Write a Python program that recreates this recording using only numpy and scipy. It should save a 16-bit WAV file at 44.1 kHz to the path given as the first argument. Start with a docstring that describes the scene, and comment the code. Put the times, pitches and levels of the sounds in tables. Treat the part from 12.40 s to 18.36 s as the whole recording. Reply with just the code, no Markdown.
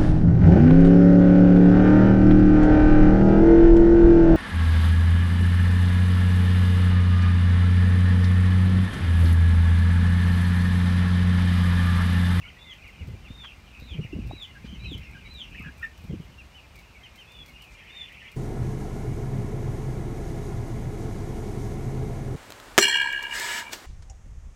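"""Chicks in a poultry shed

Young chicks peep all over a large open-sided shed, heard from a hand-held phone. Each voice is a nearly
pure whistle from the syrinx: one chick repeats a long arched peep, its neighbours add short calls and
the far flock blurs into a chorus. Handling near the microphone makes soft low bumps and rumble. Dry
ticks, rustles and scratching in the litter sound nearby, over a steady hiss."""
import sys
import numpy as np
from scipy import signal
from scipy.fft import rfft, irfft
from scipy.io import wavfile

SR = 44100
rng = np.random.default_rng(int(sys.argv[2]) if len(sys.argv) > 2 else 0)


def to_wav(sig):
    """Store sig (one row per channel, or 1-D mono) as 16-bit WAV at the path in sys.argv[1].

    Samples outside -1..1 are clipped; the rate is SR.
    """
    pcm = np.clip(np.atleast_2d(sig), -1, 1) * 32767
    pcm = np.round(pcm).astype(np.int16)
    wavfile.write(sys.argv[1], SR, pcm.T)  # frames by channels


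N = 262836

# restlessness of the hand: (time [s], relative level [dB])
HAND_MOTION = [(0, -52.5), (.56, -53.5), (.64, -42), (1.1, -56), (1.55, -48), (1.7, -48), (1.78, -34.5),
               (2.04, -54), (2.48, -41), (2.85, -50), (3.25, -46), (3.53, -55), (3.75, -38), (3.87, -52.5),
               (4.45, -56.5), (4.8, -55), (5.96, -57.5)]


def undb(db):
    """Decibels to gain."""
    return 10 ** (np.asarray(db) / 20)


def level(x, db):
    """Scale to an rms level."""
    return x * undb(db) / np.sqrt(np.mean(x ** 2))


def curve(rows):
    """Join (time [s], value) rows by straight lines."""
    return np.interp(np.arange(N) / SR, *np.transpose(rows))


def add(out, start_s, x):
    """Mix x into out from start_s."""
    i = max(int(start_s * SR), 0)
    out[i:i + len(x)] += x[:max(len(out) - i, 0)]


def wander(size, rate_hz):
    """Random line with rate_hz knots a second and spread near 1."""
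    at = np.arange(size) * rate_hz / SR
    return np.interp(at, np.arange(4096), rng.standard_normal(4096))


def colour(x, points):
    """Equalise by (frequency [Hz], gain [dB]) points."""
    hz, db = np.transpose(points)
    bins_hz = np.maximum(np.fft.rfftfreq(N, 1 / SR), 1)
    return irfft(rfft(x) * undb(np.interp(np.log(bins_hz), np.log(hz), db)), N)


def progress(length_s):
    """Ramp from 0 to 1."""
    return np.linspace(0, 1, max(int(length_s * SR), 16))


def shed(x, wet_db, echo_db, t60_s=0.18):
    """Direct sound, near echoes that beat against a gliding note, and a diffuse tail under the roof."""
    # echoes from floor, feeders and wall: (delay [s], relative gain [dB])
    echoes = [(.0043, -25), (.0117, -9.5), (.0205, -23.5), (.034, -16)]
    t = np.arange(SR) / SR
    tail = rng.standard_normal(SR) * undb(-60 * t / t60_s) * np.minimum(t / 0.0054, 1)
    response = undb(wet_db) * tail / np.linalg.norm(tail)
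    response[0] += 1
    for delay_s, db in echoes:
        response[int(delay_s * SR)] += undb(db + echo_db)
    return signal.fftconvolve(x, response / np.linalg.norm(response))[:N]


def air(hiss_db=-57, waver_db=-0.07):
    """Steady hiss of the open shed."""
    # hiss spectrum: (frequency [Hz], gain [dB])
    spectrum = [(100, -12), (400, -2), (900, -3), (1600, -5.5), (3000, -8.5), (4500, -12.5), (5800, -14.5),
                (7500, -19.5), (9300, -21.5), (10300, -26.5), (11500, -24), (13500, -25), (15500, -30)]
    return level(colour(rng.standard_normal(N), spectrum), hiss_db) * undb(waver_db * wander(N, 5.6))


def scratching(grain_hz=300, grain_db=8):
    """Each scratch stirs the dry litter into a swell of fine, uneven crackle."""
    # scratches: (start [s], length [s], level before EQ [dB])
    scratches = [(2.513, 0.061, -71), (2.69, 0.055, -73), (2.93, 0.033, -71), (3.025, .04, -75),
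                 (3.145, 0.12, -72), (3.369, 0.12, -70), (3.577, 0.14, -75), (3.798, 0.067, -76)]
    # litter spectrum: (frequency [Hz], gain [dB])
    spectrum = [(1500, -20), (4000, -6), (8000, 8), (10300, -4), (12000, 7), (14000, 5), (15500, -4)]
    out = np.zeros(N)
    for start_s, length_s, db in scratches:
        u = progress(length_s)
        grains = undb(grain_db * np.minimum(wander(len(u), grain_hz), 2))
        crackle = grains * rng.standard_normal(len(u))
        add(out, start_s, level(crackle * np.sin(np.pi * u), db))
    return colour(out, spectrum)


def rustles():
    """Short swishes of noise about an octave wide."""
    # swishes: (start [s], length [s], nominal frequency [Hz], level [dB])
    swishes = [(1.032, 0.034, 1330, -47.5), (5.3, 0.071, 3900, -64), (2.24, 0.052, 1900, -55.5)]
    out = np.zeros(N)
    for start_s, length_s, hz, db in swishes:
        u = progress(length_s)
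        band = signal.butter(2, [hz * 0.79, hz * 1.92], "band", fs=SR, output="sos")
        grit = rng.standard_normal(len(u)) * undb(2.6 * wander(len(u), 69))
        add(out, start_s, level(signal.sosfilt(band, grit) * np.sin(np.pi * u), db))
    return out


def ticks(crack_s=0.0045, tail_s=0.045, tail_db=-10, gain_db=-5, stray_db=-69):
    """Dry clicks with short gritty tails: clear ones and faint random strays."""
    # clear ticks: (time [s], relative level [dB])
    clear = [(1.3982, -60), (2.0268, -62), (2.5775, -59), (3.1044, -69), (3.3798, -66), (3.6452, -68),
             (4.357, -60), (4.3894, -62), (4.757, -60), (5.0604, -60), (5.0804, -63), (5.22, -58),
             (5.9165, -60)]
    # tick spectrum: (frequency [Hz], gain [dB])
    spectrum = [(1500, -39), (4000, 18.5), (7000, 10.5), (9000, 10.5), (10300, 7.5), (12500, 11),
                (15500, 8)]
    strays = [(when * N / SR, stray_db + 6 * size) for when, size in rng.random((16, 2))]
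    out, t = np.zeros(N), np.arange(SR // 8) / SR
    for start_s, db in list(clear) + strays:
        tail = undb(tail_db + 4.3 * wander(len(t), 470)) * np.exp(-t / tail_s)
        envelope = np.exp(-t / crack_s) + tail
        add(out, start_s, undb(db + gain_db) * envelope * rng.standard_normal(len(t)))
    return colour(out, spectrum)


def small_bumps(count=50, pitch_hz=155, spread=0.29, cycles=3.2, offset_db=-4, scatter_db=5):
    """Rows for lesser random bumps, as strong as the hand is restless."""
    jitters = rng.random(count)
    deviations = np.clip(rng.standard_normal((count, 2)), -1.5, 1.5)
    rows = []
    for k, (jitter, (size, pitch)) in enumerate(zip(jitters, deviations)):
        start_s = (k + jitter) / count * N / SR
        db = np.interp(start_s, *np.transpose(HAND_MOTION)) + offset_db + scatter_db * size
        hz = pitch_hz * np.exp(spread * pitch)
        rows.append((start_s, db, hz, cycles / hz))
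    return rows


def handling(wobble=0.28, scuff_gain=0.12, scuff_hz=500, rumble_gain_db=3.12, lurch_db=2):
    """Each bump is a few uneven low swings and a dull scuff, over a rumble that follows the hand."""
    # strong bumps: (start [s], peak [dB], pitch [Hz], half length [s])
    bumps = [(.605, -31.5, 89, .042), (.672, -32.5, 115, 0.056), (.733, -34, 85, .02),
             (.749, -42, 368, 0.0041), (.902, -38, 242, 0.013), (.905, -33, 69.6, 0.015),
             (1.422, -27, 81, 0.0047), (1.512, -30, 77, 0.03), (1.544, -33, 174, 0.043),
             (1.581, -23, 157, 0.039), (1.646, -27, 105, 0.017), (1.729, -28, 256, 0.018),
             (1.75, -26.5, 79, 0.036), (1.759, -30, 224, 0.017), (1.788, -25, 172, 0.013),
             (1.845, -33.5, 132, 0.047), (1.895, -28, 90, 0.011), (1.91, -31, 556, 0.0065),
             (1.933, -30, 307, 0.006), (2.244, -29.5, 211, 0.011), (2.327, -31.5, 158, 0.017),
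             (2.425, -37, 84.5, 0.045), (2.511, -33, 240, 0.025), (2.548, -29, 129, 0.019),
             (3.196, -34, 147, 0.026), (3.26, -34, 182.4, 0.034), (3.639, -33.5, 166, 0.015),
             (3.695, -25.5, 141, 0.027), (3.7, -38.5, 311.4, 0.027), (3.727, -26, 216, 0.024),
             (3.798, -29, 162, 0.015)]
    # rumble spectrum: (frequency [Hz], gain [dB])
    spectrum = [(20, -24), (40, -3.5), (65, 1), (100, -7.5), (200, -13.5), (400, -28.5), (900, -92)]
    out = np.zeros(N)
    lowpass = signal.butter(6, scuff_hz, fs=SR, output="sos")
    scuff = level(signal.sosfilt(lowpass, rng.standard_normal(N + SR)), 0)
    for start_s, db, hz, half_s in list(bumps) + small_bumps():
        u = progress(2 * half_s)
        phase = 2 * np.pi * np.cumsum(hz * np.exp(wobble * wander(len(u), hz))) / SR
        swing = np.sin(phase) + scuff_gain * scuff[int(start_s * SR):][:len(u)]
        push = u / 0.14  # 1 at the envelope peak
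        add(out, start_s, undb(db) * push * np.exp(1 - push) * swing)
    rumble = colour(rng.standard_normal(N), spectrum) * undb(lurch_db * wander(N, 22.17))
    return out + level(rumble, rumble_gain_db) * undb(curve(HAND_MOTION))


def syrinx(hz, rough, second_db=-26, third_db=-35, flicker_db=4, waver=0.0062, rasp=0.0812):
    """Nearly pure whistle with fitful overtones; a rough voice shakes in pitch and loudness."""
    shake = 1 + waver * wander(len(hz), 130) + rasp * rough * wander(len(hz), 658)
    phase = 2 * np.pi * np.cumsum(hz * shake) / SR
    overtones = undb(second_db) * np.sin(2 * phase) + undb(third_db) * np.sin(3 * phase)
    tone = np.sin(phase) + overtones * undb(flicker_db * wander(len(hz), 90.6))
    return tone * (1 + rough * wander(len(hz), 405))


def chirp(length_s, hz, shape, rough, overtone_db=-26, edge=0.19):
    """Short note bent smoothly through the pitch ratios in shape, quick to start and stop."""
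    u = progress(length_s)
    bend = np.polyfit(np.linspace(0, 1, len(shape)), shape, len(shape) - 1)
    fade = np.clip(np.minimum(u, 1 - u) / edge, 0, 1)
    return syrinx(hz * np.polyval(bend, u), rough, overtone_db) * fade


def flock(count=480, voice_hz=2520, spread=0.25, scatter_db=2.5):
    """Far chirps, each with its own pitch, bend and distance, blur into a reverberant chorus."""
    # flock activity: (time [s], level [dB])
    activity = [(0, -56.5), (.55, -61), (1.2, -62.5), (2.3, -57.5), (3.2, -60), (3.6, -64.5), (4.4, -64),
                (5.3, -58), (5.6, -61), (5.96, -59)]
    out = np.zeros(N)
    draws = zip(rng.random((count, 4)), rng.standard_normal((count, 2)))
    for k, ((jitter, stretch, start, end), (pitch, nearness)) in enumerate(draws):
        hz = voice_hz * np.exp(spread * np.tanh(pitch / 2))
        shape = [0.85 + 0.2995 * start, 1, 0.761 + 0.213 * end]
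        note = chirp(0.02515 + 0.0396 * stretch, hz, shape, rough=0.15)
        start_s = (k + 2 * jitter - 1) / count * N / SR
        add(out, start_s, note * undb(scatter_db * min(nearness, 1.5)))
    chorus = shed(out * undb(2 * wander(N, 10)), wet_db=9.5, echo_db=-2)
    return level(chorus, 0) * undb(curve(activity))


def huddle(start_s=5.36, span_s=0.52, start_db=-62, growth_db=8, count=110, low_hz=1800, high_hz=3150):
    """A huddle breaks into growing chatter: quick overlapping notes, each sliding up or down."""
    out = np.zeros(N)
    for k, (jitter, pitch, slide) in enumerate(rng.random((count, 3))):
        u = (k + jitter) / count
        hz = low_hz * (high_hz / low_hz) ** pitch
        glide = 0.245 * (slide - 0.5)
        note = chirp(0.0262, hz, [1 - glide, 1, 1 + glide], rough=0.5)
        add(out, start_s + u * span_s, undb(start_db + growth_db * u) * note)
    return out


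def neighbours():
    """Chicks a few metres off give three short calls: falling cheeps, low pips and rough trills."""
    # cheeps: (start [s], length [s], top [Hz], pitch drop [ratio], level [dB], roughness [0-1])
    cheeps = [(0.013, 0.025, 2750, 0.34, -48.5, 0.2), (0.076, 0.033, 3150, 0.49, -48, 0),
              (0.415, 0.046, 2494, 0.21, -50, 0.15), (0.428, 0.056, 2850, 0.13, -54.5, 0.1),
              (0.46, .044, 2450, 0.25, -49.5, .03), (.586, 0.052, 2920, 0.36, -52.5, 0),
              (.843, 0.048, 2780, 0.32, -52.5, 0.17), (1.608, 0.04, 2920, 0.31, -49, 0.2),
              (1.629, 0.043, 2850, 0.38, -48.5, 0.35), (1.944, 0.034, 2560, 0.18, -54.5, 0.1),
              (2.439, 0.031, 3080, .2, -48, 0.03), (3.173, 0.039, 2400, .14, -46.5, 0.3),
              (3.977, 0.05, 2780, 0.183, -49, 0.08), (4.141, 0.068, 3045, 0.24, -51.5, 0.1),
              (4.629, 0.045, 3190, .2, -49, 0.05), (4.776, 0.063, 3150, 0.23, -50, 0.04),
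              (5.139, 0.057, 2850, .18, -54, 0.2), (5.22, 0.039, 2810, .18, -55, 0.2)]
    # brief arch, then a slide, start to end: (sag below top [share of drop])
    cheep_sag = [0.223, 0.012, .4, 0.99]
    # pips: (start [s], length [s], held pitch [Hz], level [dB], roughness [0-1])
    pips = [(0.033, 0.035, 2210, -49, 0.37), (.164, 0.023, 1924, -52, 0.25),
            (0.041, 0.051, 1410, -58, 0.54), (1.723, 0.019, 2710, -46.5, 0),
            (2.147, 0.04, 1660, -50.5, 0.5), (2.443, 0.031, 2590, -41, 0.3), (2.744, 0.042, 1588, -49, 0.2),
            (2.845, 0.039, 2265, -48.5, 0.18), (3.146, 0.016, 1860, -45, 0.67),
            (3.234, 0.0734, 1685, -46, 0.65), (3.426, 0.032, 1808, -31, 0.17),
            (4.345, 0.073, 2290, -56, 0.42), (4.553, 0.029, 2250, -52.5, 0), (5.08, 0.04, 2176, -54, 0.2)]
    # dip onto the held note, start to end: (pitch [ratio])
    pip_shape = [1.06, 1, .99, 1.047]
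    # trills: (start [s], length [s], nominal pitch [Hz], level [dB], roughness [0-1], overtone [dB])
    trills = [(.245, 0.13, 2160, -55.5, 0.4, -28), (1.072, 0.074, 2820, -51, .7, -26),
              (1.327, 0.084, 2694, -52, .7, -28), (1.466, .14, 2567, -55, .75, -28),
              (1.79, 0.041, 2690, -57.5, 0.54, -22), (2.263, 0.12, 3256, -53, 0.42, -21),
              (2.571, 0.21, 2614, -55, 0.76, -30), (2.62, 0.048, 2840, -54.5, 0.5, -12),
              (3.109, 0.18, 2750, -48.5, 0.54, -24), (3.204, 0.052, 1316, -56, 0.65, -28),
              (3.406, 0.051, 1454, -53, .75, -31), (3.411, 0.064, 2786, -50.5, 0.85, -24)]
    # slight arch, start to end: (pitch [ratio])
    trill_shape = [.93, 0.96, 0.94, .93]
    out = np.zeros(N)
    for start_s, length_s, hz, drop, db, rough in cheeps:
        cheep_shape = 1 - drop * np.array(cheep_sag)
        add(out, start_s, undb(db) * chirp(length_s, hz, cheep_shape, rough, overtone_db=-25.5))
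    for start_s, length_s, hz, db, rough in pips:
        add(out, start_s, undb(db) * chirp(length_s, hz, pip_shape, rough, overtone_db=-25.5))
    for start_s, length_s, hz, db, rough, overtone_db in trills:
        add(out, start_s, undb(db) * chirp(length_s, hz, trill_shape, rough, overtone_db))
    return out


def calling_chick(crest=0.37, rise=0.064, second_ratio=1.06, overtone_db=-31, opening_db=20):
    """Long arched peeps swell as the beak opens; the deeper the pitch drop, the rougher and brighter."""
    # peeps: (start [s], length [s], top [Hz], pitch drop [ratio], level [dB], drop lateness [exponent],
    # second voice [dB])
    peeps = [(0.18, 0.16, 3575, 0.23, -45, 2.74, -3), (0.866, 0.22, 3680, 0.21, -44.5, 2.5, -27),
             (1.389, 0.17, 3840, 0.27, -47, 1.42, 1), (1.885, 0.18, 3915, 0.29, -41, 2.07, -19),
             (2.385, .178, 4015, 0.32, -40, 1.6, -14), (2.845, 0.21, 4020, .36, -41, 1.65, -19),
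             (4.865, 0.17, 3554, 0.064, -48.5, 1.3, -32), (5.492, .15, 3664, 0.072, -40.5, 1.26, -40)]
    out = np.zeros(N)
    for start_s, length_s, top_hz, drop, db, lateness, second_voice_db in peeps:
        u = progress(length_s)
        to_crest = np.maximum(1 - u / crest, 0)
        past_crest = np.maximum((u - crest) / (1 - crest), 0)
        hz = top_hz * (1 - rise * to_crest ** 2 - drop * past_crest ** lateness)
        rough = 0.023 + np.minimum(1.09 * np.log2(top_hz / hz), 0.42)
        swell_db = np.interp(u, [0, crest, 0.65, 0.87, 1], [-16, -6.5, -4, 1.5, -4])
        throb_db = 3.5 * np.clip(wander(len(u), 138.7), -2, 1)
        fade = np.clip(20 * np.minimum(u, 1 - u), 0, 1)
        # the other side of the syrinx sounds higher and dies away after the crest
        second = undb(second_voice_db) * (1 - past_crest) ** 2 * syrinx(hz * second_ratio, rough=0.32)
        first = syrinx(hz, rough, overtone_db + opening_db * drop)
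        add(out, start_s, (first + second) * undb(db + swell_db + throb_db) * fade)
    return out


def scene():
    """Fairly dry near birds and the far chorus, with handling, litter sounds and hiss."""
    # throat and beak, favouring 3 and 6 kHz: (frequency [Hz], gain [dB])
    throat = [(3400, 3.5), (4050, -2), (4700, -9), (5700, 8), (7000, 1.5), (8000, -8), (11000, -4)]
    caller = shed(calling_chick(), wet_db=-4, echo_db=2)
    nearby = shed(neighbours() + huddle(), wet_db=-11, echo_db=-2.5)
    birds = colour(caller + nearby + flock(), throat)
    return (birds + handling() + ticks() + scratching() + rustles() + air())[None]


def record(dry, low_hz=28, top_hz=15700):
    """The phone cuts the deepest bass and the top."""
    bass_cut = signal.butter(2, low_hz, "high", fs=SR, output="sos")
    top_cut = signal.ellip(10, 0.2, 70, top_hz, fs=SR, output="sos")
    return signal.sosfilt(top_cut, signal.sosfilt(bass_cut, dry))


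dry = scene()
out = record(dry)
to_wav(out)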